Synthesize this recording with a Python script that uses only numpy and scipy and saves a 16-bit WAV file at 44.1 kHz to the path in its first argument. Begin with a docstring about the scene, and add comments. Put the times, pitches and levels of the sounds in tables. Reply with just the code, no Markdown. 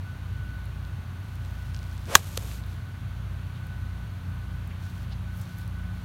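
"""A golfer hits an iron off a fairway. From the start an engine hums and whines some way off, under a
light wash of outdoor air. Clothes creak and shoes brush the grass. About two seconds in, the club
swishes through the air, its steel face cracks on the ball and overloads the microphone, and torn turf
sprays away. Something snaps once in the follow-through. Then the golfer shuffles and the engine idles on."""
import sys
import numpy as np
from scipy import signal
from scipy.fft import rfft, irfft, next_fast_len
from scipy.io import wavfile

SR = 44100
rng = np.random.default_rng(int(sys.argv[2]) if len(sys.argv) > 2 else 0)


def waveform_to_disk(signal):
    """Save audio, clipped to [-1, 1], as 16-bit WAV at the path in sys.argv[1]."""
    frames = np.transpose(np.atleast_2d(signal))
    scaled = np.clip(frames, -1, 1) * 32767
    samples = np.round(scaled).astype(np.int16)
    wavfile.write(sys.argv[1], SR, samples)


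N = 266716
STRIKE_S = 2.1524  # the moment the club meets the ball


def strike(ball_lag_s=.00093):
    """The hit makes the steel face ring; the ball knocks and the ground thumps just after."""
    # Ringing tones of the club face: f/Hz, level/dB, time to fade by 60 dB/s
    face_modes = [(2380, 8, .0074), (2800, -6, .015), (2970, -7, .0146), (3370, 10, .0059),
                  (3820, -8, .019), (4050, -7, .0138), (4760, -11, .0115), (5880, 9, .0089),
                  (6580, 17, .0054), (7130, 12, .0062), (8570, -8, .013), (12050, -9, .016),
                  (13800, -3, .009)]
    # Tones of the ball's knock: f/Hz, level/dB, time to fade by 60 dB/s
    ball_modes = [(860, -5, .0146), (1120, 7.5, .012), (1610, 13, .0075), (2020, 12, .0052),
                  (1640, -28, .08)]
    # Low tones of the turf's thump: f/Hz, level/dB, time to fade by 60 dB/s
    ground_modes = [(145, -22.5, .05), (85, -24.5, .07)]
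    face = ring(clicks([(STRIKE_S, 0)]), face_modes)
    push = clicks([(STRIKE_S + ball_lag_s, 0)])
    bass_cut = signal.butter(4, 700, "high", fs=SR, output="sos")  # so small a ball gives off no bass
    ball = signal.sosfilt(bass_cut, ring(push, ball_modes))
    return face + ball + ring(push, ground_modes)


def swish(downswing_s=.115, t60_s=.13, top_db=-34, top_eddy_hz=600, hiss_db=-5, eddy_db=-6.5):
    """The club sheds swirls of air (eddies): their tone and hiss grow higher and louder with speed."""
    since_hit = np.arange(N) / SR - STRIKE_S
    # Like a pendulum, the club is fastest at the bottom, where the ball lies.
    speed = np.sin(np.pi / 2 * np.clip(1 + since_hit / downswing_s, 1e-3, 1))
    level_db = top_db + 10 * np.log2(speed)
    dying_db = -60 * np.clip(since_hit / t60_s, 0, 4)
    eddy_hz = top_eddy_hz * speed
    hiss, near = np.zeros(N), np.abs(since_hit) < .25
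    for hz in np.geomspace(250, 11000, num=10):
        # The hiss falls off gently above the eddy tone and steeply below it.
        octaves = np.log2(hz / eddy_hz[near])
        slope_db = -2 * np.maximum(octaves, 0) + 12 * np.minimum(octaves, 0)
        hiss[near] += from_db(slope_db) * band_noise(hz, 1.25, rng.standard_normal(near.sum()))
    eddies = tone(eddy_hz * (1 + .12 * drift(90))) * from_db(2 * drift(60))
    return from_db(level_db + dying_db) * (from_db(hiss_db) * speed * hiss + from_db(eddy_db) * eddies)


def divot(lag_s=.004, crunch_db=-10.5, tear_db=-25.5, spray_db=-49.5):
    """The blade digs into the turf: a short crunch, tearing roots, then soil and grass raining down."""
    # Spectrum of tearing turf: f/Hz, relative level/dB
    turf_spectrum = [(300, 1.5), (700, 2.5), (1500, -6), (3000, -1.5), (5000, -5), (7000, -2.5),
                     (10000, -7.5), (13000, -3.5), (15500, -15.5)]
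    peak_s = STRIKE_S + lag_s
    crunch = from_db(crunch_db) * envelope(peak_s, attack_s=.021, hold_s=0, t60_s=.0058)
    tear = from_db(tear_db) * envelope(peak_s, attack_s=.03, hold_s=0, t60_s=.0863)
    spray = from_db(spray_db) * envelope(peak_s, attack_s=.03, hold_s=.39, t60_s=.28)
    return (crunch + tear + spray) * colour(grains(per_s=8100, spread_db=2.5), turf_spectrum)


def snap(at_s=2.3753, snap_db=-11, crack_db=-22, lead_s=.0026, count=3):
    """Something gives way in the follow-through: a few small, uneven cracks, then one sharp one."""
    # Ringing tones of the thing that snaps: f/Hz, level/dB, time to fade by 60 dB/s
    snap_modes = [(517, -12.5, 0.022), (1320, -13.5, 0.0061), (2630, -7.5, 0.003), (3900, -4.5, 0.0034),
                  (5900, -1, 0.0012), (8500, 0, 0.00073), (12500, -5, .001)]
    leads = lead_s * (count - np.arange(count) - .5 * rng.random(count)) / count
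    small_cracks = [(at_s - lead, crack_db) for lead in leads]
    return ring(clicks(small_cracks + [(at_s, snap_db)]), snap_modes)


def rustle(tick_t60_s=.0047, crumble_db=-15):
    """As the golfer moves, cloth and grass rub softly and give small, dry ticks."""
    # Movements that brush clothes and shoes: t/s, time held/s, level/dB
    brushes = [(1.24, 0.13, -65), (1.434, 0.43, -62.5), (1.83, 0.27, -59.5), (2.494, 0.062, -52),
               (2.674, 0.076, -60.5), (4.832, 0.2, -60.5), (5.36, .17, -61), (5.588, .02, -58),
               (5.95, .1, -65)]
    # Spectrum of the brushing: f/Hz, relative level/dB
    grass_spectrum = [(1500, -11), (3500, 5), (6000, -0.5), (9000, -5), (13000, -4), (15800, -5.5)]
    # Ticks of clothes, grip and dry grass: t/s, peak level/dB, f/Hz
    ticks = [(.657, -38, 13000), (.8505, -39, 3280), (1.355, -37, 12000), (1.4505, -38, 3400),
             (1.7463, -27.5, 3780), (1.7645, -31.5, 3760), (1.791, -35, 4200), (1.83, -35.5, 3800),
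             (1.841, -38, 3600), (1.914, -40, 4800), (1.979, -36, 5200), (2.056, -34, 4600),
             (2.427, -36, 6500), (2.515, -32, 2470), (2.638, -37, 2400), (2.665, -37, 13000),
             (3.6696, -37, 13050), (4.675, -36, 13000), (5.4152, -30, 12000), (5.5862, -33, 12010),
             (5.678, -37.5, 12500)]
    swells = [from_db(db) * envelope(s, attack_s=.23, hold_s=held, t60_s=.24) for s, held, db in brushes]
    out = np.max(swells, axis=0) * colour(grains(per_s=2900, spread_db=2.5), grass_spectrum)
    fade = from_db(-60 * np.arange(2048) / SR / tick_t60_s)
    for s, db, hz in ticks:
        release = from_db(crumble_db) * fade * rng.standard_normal(len(fade))
        release[0] = 1  # one sharp click ahead of the crumbling
        tick = band_noise(hz, 1.55, release)
        at = round(s * SR)
        out[at:at + len(tick)] += from_db(db) * tick / np.abs(tick).max()
    return out


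def scuffs(band_ratio=1.26):
    """Soles scrape the turf: each scuff is a short swell of crackle around its own pitch."""
    # Scuffs of the shoes: t/s, level/dB, f/Hz, width of the swell/s
    scrapes = [(1.46, -57, 600, 0.01), (2.45, -50.5, 343, 0.022), (3.563, -56, 3400, 0.011),
               (4.718, -54, 2202, 0.013), (4.759, -51, 2380, 0.0052), (4.854, -63, 5500, 0.015),
               (5.125, -50.5, 3720, 0.011), (5.385, -58.5, 12500, 0.03), (5.413, -59, 6500, 0.023),
               (5.602, -58, 12000, .025), (5.62, -66, 4510, 0.019)]
    t = np.arange(N) / SR
    crackle = grains(per_s=7400, spread_db=8)
    out = np.zeros(N)
    for s, db, hz, width in scrapes:
        swell = np.exp(-.5 * ((t - s) / width) ** 2)
        out += from_db(db) * swell * band_noise(hz, band_ratio, crackle)
    return out


def engine(lower_db=-41.5, upper_db=-44, rumble_db=-38.5, whine_multiple=50):
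    """An idling engine: hum, throb and whine follow its turning rate, over the rumble of the exhaust."""
    # Idling speed: t/s, turning rate/Hz
    idle = [(0, 29.8), (.6, 29.76), (1.3, 29.58), (1.8, 29.7), (2.38, 29.54), (2.8, 29.8), (3.6, 29.88),
            (4.9, 29.82), (5.5, 29.96), (6.05, 29.9)]
    # Tones of the hum: multiple of the turning rate, level/dB
    harmonics = [(1, -62), (3, -38.5), (4, -56), (5, -51), (6, -50.5), (7, -64), (8, -64), (9, -66.5),
                 (10, -66.5)]
    # Swell of the hum's sixth multiple: t/s, added level/dB
    sixth_swell = [(0, -5.5), (2.5, -3.5), (5.6, 5), (6.05, 6.5)]
    # Speed of the throb: t/s, beat rate/Hz
    beat_rates = [(0, .87), (2.1, .92), (2.3, 1.48), (6.05, 1.6)]
    # Spectrum of the exhaust: f/Hz, relative level/dB
    rumble_spectrum = [(20, -21.5), (32, -30), (45, -7.5), (70, -9), (100, 4.5), (120, 2), (150, -10),
                       (200, -13.5), (280, -22), (450, -34)]
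    # The thin whine coming and going: t/s, level/dB
    whine_levels = [(0, -70), (.1, -52), (.21, -66), (.4, -53.5), (.6, -54), (.75, -65), (.87, -57),
                    (1.07, -64), (1.8, -59), (2.25, -67), (2.65, -57), (3.34, -67.5), (3.77, -52.5),
                    (3.98, -63), (4.36, -56.5), (4.62, -57), (4.7, -74), (4.8, -58), (5.1, -69.5),
                    (5.28, -58), (5.6, -52.5), (5.69, -66), (5.77, -55.5), (6.05, -56)]
    turn_hz = in_time(idle)
    hum = np.zeros(N)
    for multiple, db in harmonics:
        swell_db = in_time(sixth_swell) if multiple == 6 else 0
        hum += from_db(db + drift(2) + swell_db) * tone(multiple * turn_hz)
    # Two close tones near twice the turning rate weaken and boost each other in turn: a throb.
    centre = 2 * np.pi * (np.cumsum(2 * turn_hz) / SR + rng.random())
    apart = np.pi * np.cumsum(in_time(beat_rates)) / SR
    lower = from_db(lower_db) * np.sin(centre - apart)
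    upper = from_db(upper_db) * np.sin(centre + apart)
    throb = np.sqrt(2) * (lower - upper)
    rumble = from_db(rumble_db) * colour(rng.standard_normal(N), rumble_spectrum)
    whine_db = in_time(whine_levels) + 2.35 * drift(10)
    whine_hz = whine_multiple * turn_hz * (1 + .0012 * drift(23.5))
    return hum + throb + rumble + from_db(whine_db) * tone(whine_hz)


def outdoor_air(level_db=-51.5):
    """A light, steady wash of noise from the open air."""
    # Spectrum of the air: f/Hz, relative level/dB
    air_spectrum = [(190, -30.5), (330, -8.5), (495, -12), (560, -8.5), (780, -8.5), (1200, -6.5),
                    (1350, -8), (1510, -5), (1700, -11), (3100, -15), (4550, -19.5), (4900, -26.5),
                    (6200, -24.5), (7700, -30), (8900, -29.5), (9550, -24.5), (10350, -33.5), (11200, -28),
                    (13000, -28.5), (15700, -31.5)]
    return from_db(level_db) * colour(rng.standard_normal(N), air_spectrum)


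def from_db(db):
    """Turn decibels into a number to multiply by."""
    return 10 ** (np.asarray(db) / 20)


def rms_one(x):
    """Scale x so that its average strength (rms) is 1."""
    return x / np.sqrt(np.mean(x ** 2) + 1e-20)


def in_time(points):
    """Join (time, value) points with straight lines, giving a value for every sample."""
    times, values = np.transpose(points)
    return np.interp(np.arange(N) / SR, times, values)


def drift(rate_hz):
    """A smooth random wobble of about size 1; a higher rate wobbles faster."""
    step = 40  # samples between random values
    r = np.exp(-2 * np.pi * step * rate_hz / SR)
    slow = signal.lfilter([1], [1, -2 * r, r * r], rng.standard_normal(N // step + 2002))[2000:]
    return np.interp(np.arange(N) / step, np.arange(len(slow)), rms_one(slow))


def envelope(peak_s, attack_s, hold_s, t60_s):
    """Rise by 60 dB over attack_s to reach 1 at peak_s, hold, then fade by 60 dB every t60_s."""
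    t = np.arange(N) / SR - peak_s
    before = np.maximum(-t / attack_s, 0)
    after = np.maximum((t - hold_s) / t60_s, 0)
    return from_db(-60 * np.minimum(before + after, 4))


def colour(x, spectrum):
    """Shape the lows and highs of x with a spectrum, falling steeply past its ends; rms 1."""
    hz, db = np.transpose(spectrum)
    size = next_fast_len(N)
    f = np.maximum(np.arange(size // 2 + 1) * SR / size, 1)
    roll_off = np.minimum(f / hz[0], 1) ** 4 * np.minimum(hz[-1] / f, 1) ** 4
    gain = from_db(np.interp(np.log(f), np.log(hz), db))
    return rms_one(irfft(rfft(x, size) * roll_off * gain, size)[:N])


def band_noise(hz, ratio, source):
    """Keep the part of a source from hz / ratio to hz * ratio; rms 1."""
    edges = [hz / ratio, min(hz * ratio, .45 * SR)]
    return rms_one(signal.sosfilt(signal.butter(2, edges, "band", fs=SR, output="sos"), source))


def grains(per_s, spread_db):
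    """Tiny touches of uneven size at random moments."""
    touches = (rng.random(N) < per_s / SR) * rng.standard_normal(N)
    return touches * from_db(spread_db * np.clip(rng.standard_normal(N), -2, 2))


def clicks(rows):
    """A one-sample push for each row of t/s, level/dB."""
    out = np.zeros(N)
    for s, db in rows:
        out[round(s * SR)] += from_db(db)
    return out


def ring(force, modes):
    """A struck object rings with fading tones (modes); neighbours swing in opposite directions."""
    out = np.zeros(N)
    for k, (hz, db, t60) in enumerate(modes):
        decay, angle = from_db(-60 / (t60 * SR)), 2 * np.pi * hz / SR
        feedback = [1, -2 * decay * np.cos(angle), decay * decay]
        out += (-1) ** k * from_db(db) * signal.lfilter([0, np.sin(angle)], feedback, force + 1e-18)
    return out


def tone(hz):
    """A pure tone of rms 1 that follows a changing pitch."""
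    return np.sqrt(2) * np.sin(2 * np.pi * (np.cumsum(hz) / SR + rng.random()))


def scene():
    """All the sounds in the open air, added into one channel."""
    return (outdoor_air() + engine() + swish() + strike() + divot() + rustle() + snap() + scuffs())[None]


def record(dry):
    """The crack overloads the microphone, which flattens its peaks; the highest treble is cut."""
    clipped = dry / (1 + dry ** 6) ** (1 / 6)
    treble_cut = signal.ellip(10, .1, 70, 15850, fs=SR, output="sos")
    return signal.sosfilt(treble_cut, clipped)


dry = scene()
out = record(dry)
waveform_to_disk(out)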